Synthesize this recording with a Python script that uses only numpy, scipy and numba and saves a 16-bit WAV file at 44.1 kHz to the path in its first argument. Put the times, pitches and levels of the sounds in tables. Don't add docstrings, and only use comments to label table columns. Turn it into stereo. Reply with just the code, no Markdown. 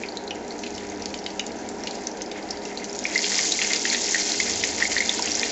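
import sys
import numpy as np
from scipy import signal
from scipy.fft import rfft, irfft
from scipy.io import wavfile
from scipy.ndimage import uniform_filter1d
from numba import njit

SR = 44100
rng = np.random.default_rng(int(sys.argv[2]) if len(sys.argv) > 2 else 0)


def how_loud(loudness_db):
    steps = np.asarray(loudness_db, float) / 20
    return 10 ** steps


def to_wav(sig):
    pcm = np.clip(np.atleast_2d(sig), -1, 1) * 32767
    pcm = np.round(pcm).astype(np.int16)
    wavfile.write(sys.argv[1], SR, pcm.T)


N = 242991
T = np.arange(N) / SR
HZ = np.fft.rfftfreq(N, 1 / SR)


def set_rms(x, db):
    return x * how_loud(db) / np.sqrt(np.mean(x ** 2))


def across(table, hz):
    table_hz, value = np.transpose(table)
    return np.interp(np.log(hz + 1), np.log(table_hz + 1), value)


def walk(rate_hz):
    hold = int(SR / rate_hz)
    levels = rng.standard_normal(int(60 * N / SR))[:N // hold + 1]
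    steps = np.repeat(levels, hold)
    return 0.933 * uniform_filter1d(uniform_filter1d(steps, hold), hold)[:N]


# hz, likeness (0-1)
PORT_LIKENESS = [(30, 0.6), (120, 0.9), (240, 0.95), (490, 0.86), (1000, 0.42), (2000, 0)]


def diffuse_pair(gain):
    like = np.clip(across(PORT_LIKENESS, HZ), 0, 1)
    mid, side = rfft(rng.standard_normal((2, N))) * gain * np.sqrt([1 + like, 1 - like])
    return irfft(np.array([mid + side, mid - side]), N)


# start_s (centre), level_db (peak), length_s
SWELLS = [
    (0.309, -52.5, 0.075),
    (0.894, -47.5, 0.3),
    (1.544, -51.5, 0.2),
    (2.56, -52, 0.13),
    (3.387, -51.5, 0.074),
    (4.583, -41, 0.26),
    (5.235, -47, 0.25),
]


def rumble():
    band = 1 / (1 + ((HZ - 85) / 22) ** 4)
    swells = sum(how_loud(db) * np.exp(-((T - s) / length) ** 2) for s, db, length in SWELLS)
    floor_db = -69
    return set_rms(diffuse_pair(band), -6.5) * (how_loud(floor_db) + swells)


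# hz, level_db (per Hz)
FAN_AIR = [(12, -40), (30, -19), (70, -25.5), (150, -22.5), (190, -13), (350, -8.5), (395, -14.5),
           (440, -11), (600, -11), (800, -9.5), (990, -19), (1100, -24.5), (1630, -20), (3000, -34.5)]
# pitch_hz, width_hz, level_db
FAN_CASING = [(69.6, 4.9, -13.5), (90.4, 2.3, -15), (238.5, 18, -5), (302, 29, -4.5), (329.6, 9.7, -5.5),
              (410, 40, -8.5), (464.3, 10.3, -4), (523.3, 6.1, -4.5), (725, 73, -13), (816, 5.5, -10),
              (921.6, 11, -8)]


def fan_air():
    rings = sum(how_loud(db) ** 2 / (1 + (2 * (HZ - hz) / width) ** 4) for hz, width, db in FAN_CASING)
    colour = np.sqrt(how_loud(across(FAN_AIR, HZ)) ** 2 + rings)
    return set_rms(diffuse_pair(colour), -34.5) * how_loud(0.6 * walk(3))


# pitch_hz, level_db (rms)
FAN_TONES = [
    (200.3, -48.5),
    (407.5, -43),
    (968.3, -53),
]


def fan_tones():
    tones = 0
    for hz, db in FAN_TONES:
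        flicker_db, drift = 2.2 * walk(16), 0.004 * walk(5)
        phase = 2 * np.pi * np.cumsum(hz * (1 + drift)) / SR
        tones = tones + np.sqrt(2) * how_loud(db + flicker_db) * np.sin(phase)
    return tones


# pitch_hz, level_db, t60_s
BOWL = [(1562, -22.5, 0.086), (1890, -4.5, 0.036), (2100, -0.5, 0.046), (2515, -14, 0.12),
        (2785, -5, 0.054), (3080, -6.5, 0.059)]


def paths(bowl_db, rim_db, rim_t60, kitchen_db, kitchen_t60, lags, count):
    t = np.arange(SR // 2) / SR

    def fade(t60):
        return np.exp(-np.log(1000) * t / t60)

    tail = how_loud(rim_db) * fade(rim_t60) + how_loud(kitchen_db) * fade(kitchen_t60)
    h = rng.standard_normal((count, 2, len(t))) * tail
    swell = 1 - np.exp(-t / 0.0019)
    for hz, db, t60 in BOWL:
        own_hz = hz * (1 + 0.0094 * rng.standard_normal((count, 2, 1)))
        turns = own_hz * t + rng.random((count, 2, 1))
        h += how_loud(bowl_db + db) * swell * fade(t60) * np.sin(2 * np.pi * turns)
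    lag = (lags * rng.random((count, 2))).astype(int)
    h[np.arange(count)[:, None], np.arange(2), lag] += 1
    return h


@njit
def burst(s, hz, gain, spot, cycles, swell, glide, out):
    for e in range(len(s)):
        start = int(s[e] * SR) + 1
        for i in range(start, min(start + int(cycles[e] * SR / hz[e]), out.shape[2])):
            age = (i / SR - s[e]) * hz[e] / cycles[e]
            phase = 2 * np.pi * age * cycles[e] * (1 + glide * age)
            v = (1 - np.exp(-age / swell)) ** 2 * np.exp(-6 * age) * np.sin(phase)
            out[spot[e], 0, i] += gain[0, e] * v
            out[spot[e], 1, i] += gain[1, e] * v
    return out


def bubbles(s, db, hz, pan_db, snap_db, snap_hz, cycles, swell, glide, way, count=4):
    chance = rng.random((len(s), 2 + 2 * count)).T
    gain = how_loud(db + np.array([pan_db, -pan_db]) / 2)
    spot = (chance[0] * len(way)).astype(int)
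    own_cycles = cycles * (0.5 + 0.87 * chance[1])
    dry = burst(s, hz, gain, spot, own_cycles, swell, glide, np.zeros((len(way), 2, N)))
    snap_gain = gain * how_loud(snap_db - 2.0)
    for k, (late, pitch) in enumerate(chance[2:].reshape(count, 2, -1)):
        pitch = (k + pitch) / count
        own_hz = snap_hz * (0.62 + 0.8 * pitch)
        dry = burst(s + 0.003 * late, own_hz, snap_gain, spot, 8.0 + 0 * s, 0.074, 0.2, dry)
    return signal.fftconvolve(dry, way, axes=2)[..., :N].sum(0)


def fizz(sizes, boil_db, pan_db, scatter_db, patchy_db, cycles, way, count):
    when, pitch, luck, side = rng.random((count, 4)).T
    s = when * (N - 1) / SR
    hz = sizes[0][0] * (sizes[-1][0] / sizes[0][0]) ** pitch
    loud_db = np.minimum(-scatter_db * np.log(luck), 4.5 * scatter_db)
    patch_db = patchy_db * walk(35)[(s * SR).astype(int)]
    db = across(sizes, hz) + loud_db + patch_db
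    x = bubbles(s, db, hz, 6 * (side - 0.5), -17.5, 5500.0, cycles, 0.039, 0.23, way, count=1)
    return set_rms(x, 0) * how_loud(boil_db + np.array([pan_db, -pan_db]) / 2)


# pitch_hz, level_db
FINE = [(2800, -21), (3400, -15.5), (4300, -1), (5000, -1), (5600, -4.5), (6500, 5.5), (7500, 0.5),
        (8500, 4.5)]
# pitch_hz, level_db
COARSE = [(900, -14.5), (1300, -14.5), (1700, 3.5), (2100, 2.5), (2600, -4.5), (3300, 4)]


def whole_pan_fizz(vigour_db):
    wide = paths(-32.5, -26.5, 0.047, -45, 0.23, lags=30, count=7)
    pan_db = -4.5 - 0.07 * vigour_db
    fine_db = -46 + vigour_db
    coarse_db = -49 + 0.6478 * vigour_db
    fine = fizz(FINE, fine_db + 2.0, pan_db, 3.1, 0.97, 9.1, wide, count=15000)
    coarse = fizz(COARSE, coarse_db + 2.0, pan_db, 1.45, 4.4, 8.6, wide, count=9000)
    return fine + coarse


def strays(simmer_db, per_db, spread_db, low_hz, high_hz, vigour_db, count):
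    late, size, pitch, side = rng.random((count, 4)).T
    s = (np.arange(count) + late) / count * (N - 1) / SR
    db = simmer_db + per_db * vigour_db[(s * SR).astype(int)] + spread_db * (size - 0.5)
    return s, db, low_hz * (high_hz / low_hz) ** pitch, -1.5 + 5.5 * (side - 0.5)


# start_s, level_db (peak), pitch_hz, pan_db (left minus right)
SIMMER_SPITS = [(0.0867, -20.5, 4180, -1), (0.171, -15.5, 3990, -1.5), (0.2767, -22, 3920, -1.5),
                (0.5067, -27.5, 4230, 10), (0.59, -15.5, 6000, -4.5), (0.6344, -26.5, 4100, -14),
                (0.7502, -22.5, 5320, 0), (0.7778, -19, 4250, -8), (0.899, -26, 6340, -13.5),
                (1.021, -17, 4900, -7), (1.0575, -12, 4330, -5.5), (1.1416, -21, 6600, -11),
                (1.189, -21, 5400, 0), (1.2626, -26, 3260, -17), (1.303, -21.5, 5400, -3),
                (1.3946, -19.5, 6170, -9), (1.4655, -19.5, 6900, -9), (1.5879, -21, 6020, -7.5),
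                (1.689, -20.5, 7200, -10), (1.8363, -19, 5370, -13.5), (1.8716, -12, 4250, -8),
                (1.909, -17, 4000, -5), (1.953, -18.5, 4780, -5), (2.0701, -12.5, 5860, -10.5),
                (2.172, -21.5, 6400, -6), (2.219, -16.5, 5960, -6.5), (2.3133, -20.5, 3550, -8.5),
                (2.3755, -27, 6800, -17), (2.4884, -20.5, 4740, -4), (2.5073, -13, 5130, -6)]
# start_s, level_db, pitch_hz, pan_db
SPITS = [(3.7607, -10, 4540, -1), (2.6526, -18, 5580, -4), (2.774, -13, 4300, -4.5),
         (2.843, -12.5, 6670, -9), (2.9288, -20.5, 6470, -10), (2.9486, -18, 5510, -1.5),
         (2.9898, -15, 6450, -8), (3.04, -21, 5660, -16), (3.1781, -11, 4860, 1),
         (3.1496, -10.5, 4620, -8.5), (3.3842, -10, 6100, 5.5), (3.521, -6.5, 3900, -5.5),
         (3.7332, -7, 6970, -2), (3.8576, -19, 6360, 6.5), (3.8998, -9, 4180, -4),
         (3.9332, -15.5, 6580, -19), (4.144, -9, 7170, -7), (4.318, -19, 4000, 15),
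         (4.401, -10.5, 6230, -14.5), (4.9158, -8, 5000, -5.5), (4.9805, -8.5, 4180, -8),
         (5.0534, -16.5, 6500, -14.5), (5.076, -14, 6850, -0.5), (5.0927, -8, 3500, -4),
         (5.223, -10.5, 5020, 1), (5.258, -9, 6000, -9), (5.3165, -7.5, 5520, -4.5),
         (5.3526, -13, 5950, -18.5), (5.3952, -8, 4700, -6.5), (4.496, -5, 5300, -6)]


def spits(vigour_db, way):
    small = strays(-26.5, 0.56, 3.5, 4399, 7501, vigour_db, count=110)
    events = np.hstack([np.transpose(SIMMER_SPITS + SPITS), small])
    return how_loud(8.0) * bubbles(*events, -1.8, 6220.0, 18.5, 0.076, 0.065, way)


# start_s, level_db, pitch_hz, pan_db, snap_db
SIMMER_POPS = [(0.0353, -14, 2330, -7, -16), (0.308, -12.5, 2800, -7, -13), (0.6365, -26.5, 2730, -4, 2.5),
               (0.6638, -18, 2610, -7, -4), (0.7778, -37.5, 2080, -5, 10.5),
               (1.1405, -16.5, 2900, -5.5, -5), (1.2623, -18.5, 2100, -6, 0), (1.3942, -15, 2820, -2.5, -3),
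               (1.8706, -21, 2540, -4, 3.5), (2.2106, -31, 1910, -4, 1), (2.314, -33, 2150, -3, 6),
               (2.6533, -27.5, 2720, -11, -1.5)]
# start_s, level_db, pitch_hz, pan_db, snap_db
POPS = [(3.053, -7, 2240, -9, -18), (3.1566, -4, 2020, -7, -13), (3.1906, -14.5, 2080, -10, -17),
        (3.242, -12.5, 2580, -10, -1), (3.3897, -8.5, 2090, -11, -13), (3.5902, -14, 2050, -4, -9),
        (3.616, -15.5, 2470, -5.5, 3), (3.6471, -15.5, 2210, -8.5, -10.5), (3.7055, -14.5, 2160, -10, -5),
        (3.7334, -14, 2180, -5, -4), (3.8528, -9.5, 1850, -0.5, -9), (3.926, -23, 1880, -3, 6),
        (3.9451, -13.5, 1890, 2.5, -5), (4.1451, -8.5, 1910, -3, -10.5), (4.4004, -9.5, 2030, 1, -15),
        (4.6107, -19, 2500, -4.5, -3), (4.637, -7, 2020, -7, -8), (4.8234, -6.5, 1907, 0, -25),
        (4.8526, -12.5, 2060, 3, -22), (4.9171, -12, 2160, -3, -5), (4.9651, -6, 1900, 7.5, -20),
        (5.004, -7.5, 2030, -0.5, -22), (5.274, -24, 2500, -7, 5), (5.431, -5.5, 2270, -6.5, -9.5)]
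# start_s, level_db, pitch_hz, pan_db, snap_db
KNOCKS = [
    (3.3886, -25.5, 1140, -1.5, -17),
    (5.1895, -21, 1400, -3, -9),
    (5.193, -20.5, 924, -1, -5),
]
# start_s, level_db, pitch_hz, pan_db, snap_db
AFTERPOPS = [
    (3.8714, -11.5, 2380, -2, -8.5),
    (4.1564, -12, 1856, 1.5, -18),
    (4.8184, -17, 1860, 0, -20),
    (4.9824, -15, 2150, 0, -19),
    (5.0234, -19.5, 2100, 11, -11),
]


def pops(vigour_db, way):
    small = strays(-42.5, 0.9471, 7.5, 1854, 2501, vigour_db, count=50)
    stray_snap_db = -7 + 0 * small[0]
    clear = np.transpose(SIMMER_POPS + POPS + KNOCKS + AFTERPOPS)
    events = np.hstack([clear, [*small, stray_snap_db]])
    return how_loud(12.0) * bubbles(*events, 3355.0, 12.8, 0.16, 0.045, way)


# start_s, level_db
BOIL = [(0.0, -45), (0.2, -50.5), (0.8, -45), (1.4, -47), (1.73, -47.5), (1.92, -42.5), (2.16, -49),
        (2.5, -46), (2.81, -43), (3.0, -41), (3.13, -30.5), (3.17, -28), (3.32, -23), (3.7, -25.5),
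        (4.17, -25), (4.4, -24.5), (4.69, -27.5), (5.29, -28.5), (5.51, -27.5)]


def frying():
    vigour_db = np.interp(T, *np.transpose(BOIL)) + 46
    facing = paths(-36.5, -27, 0.04, -40, 0.45, lags=4, count=5)
    return whole_pan_fizz(vigour_db) + spits(vigour_db, facing) + pops(vigour_db, facing)


def scene():
    return rumble() + fan_air() + fan_tones() + frying()


def band_limit(x):
    return signal.sosfilt(signal.butter(12, 8830, fs=SR, output="sos"), x)


# hz, level_db (left minus right)
PORTS = [(60, -2), (100, 4), (180, 2), (310, 3.5), (530, 3), (920, 2.5), (1600, 6.5), (2760, 7), (4760, 9),
         (8230, -7)]
# hz, level_db
TOP = [(6800, 0), (7400, -4), (7750, -12), (8050, -34.5), (8400, -60), (9500, -66.5), (12000, -70),
       (16000, -90)]


def record(dry):
    rounded = np.tanh(0.81 * dry) / 0.79
    tilt = across(PORTS, HZ) / 2
    colour = how_loud([tilt, -tilt] + across(TOP, HZ))
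    port_lag_s = 0.00006
    late = np.exp(-1j * np.pi * HZ * port_lag_s * np.array([[1], [-1]]))
    mix = irfft(rfft(rounded) * colour * late, N)
    return band_limit(mix)


dry = scene()
out = record(dry)
to_wav(out)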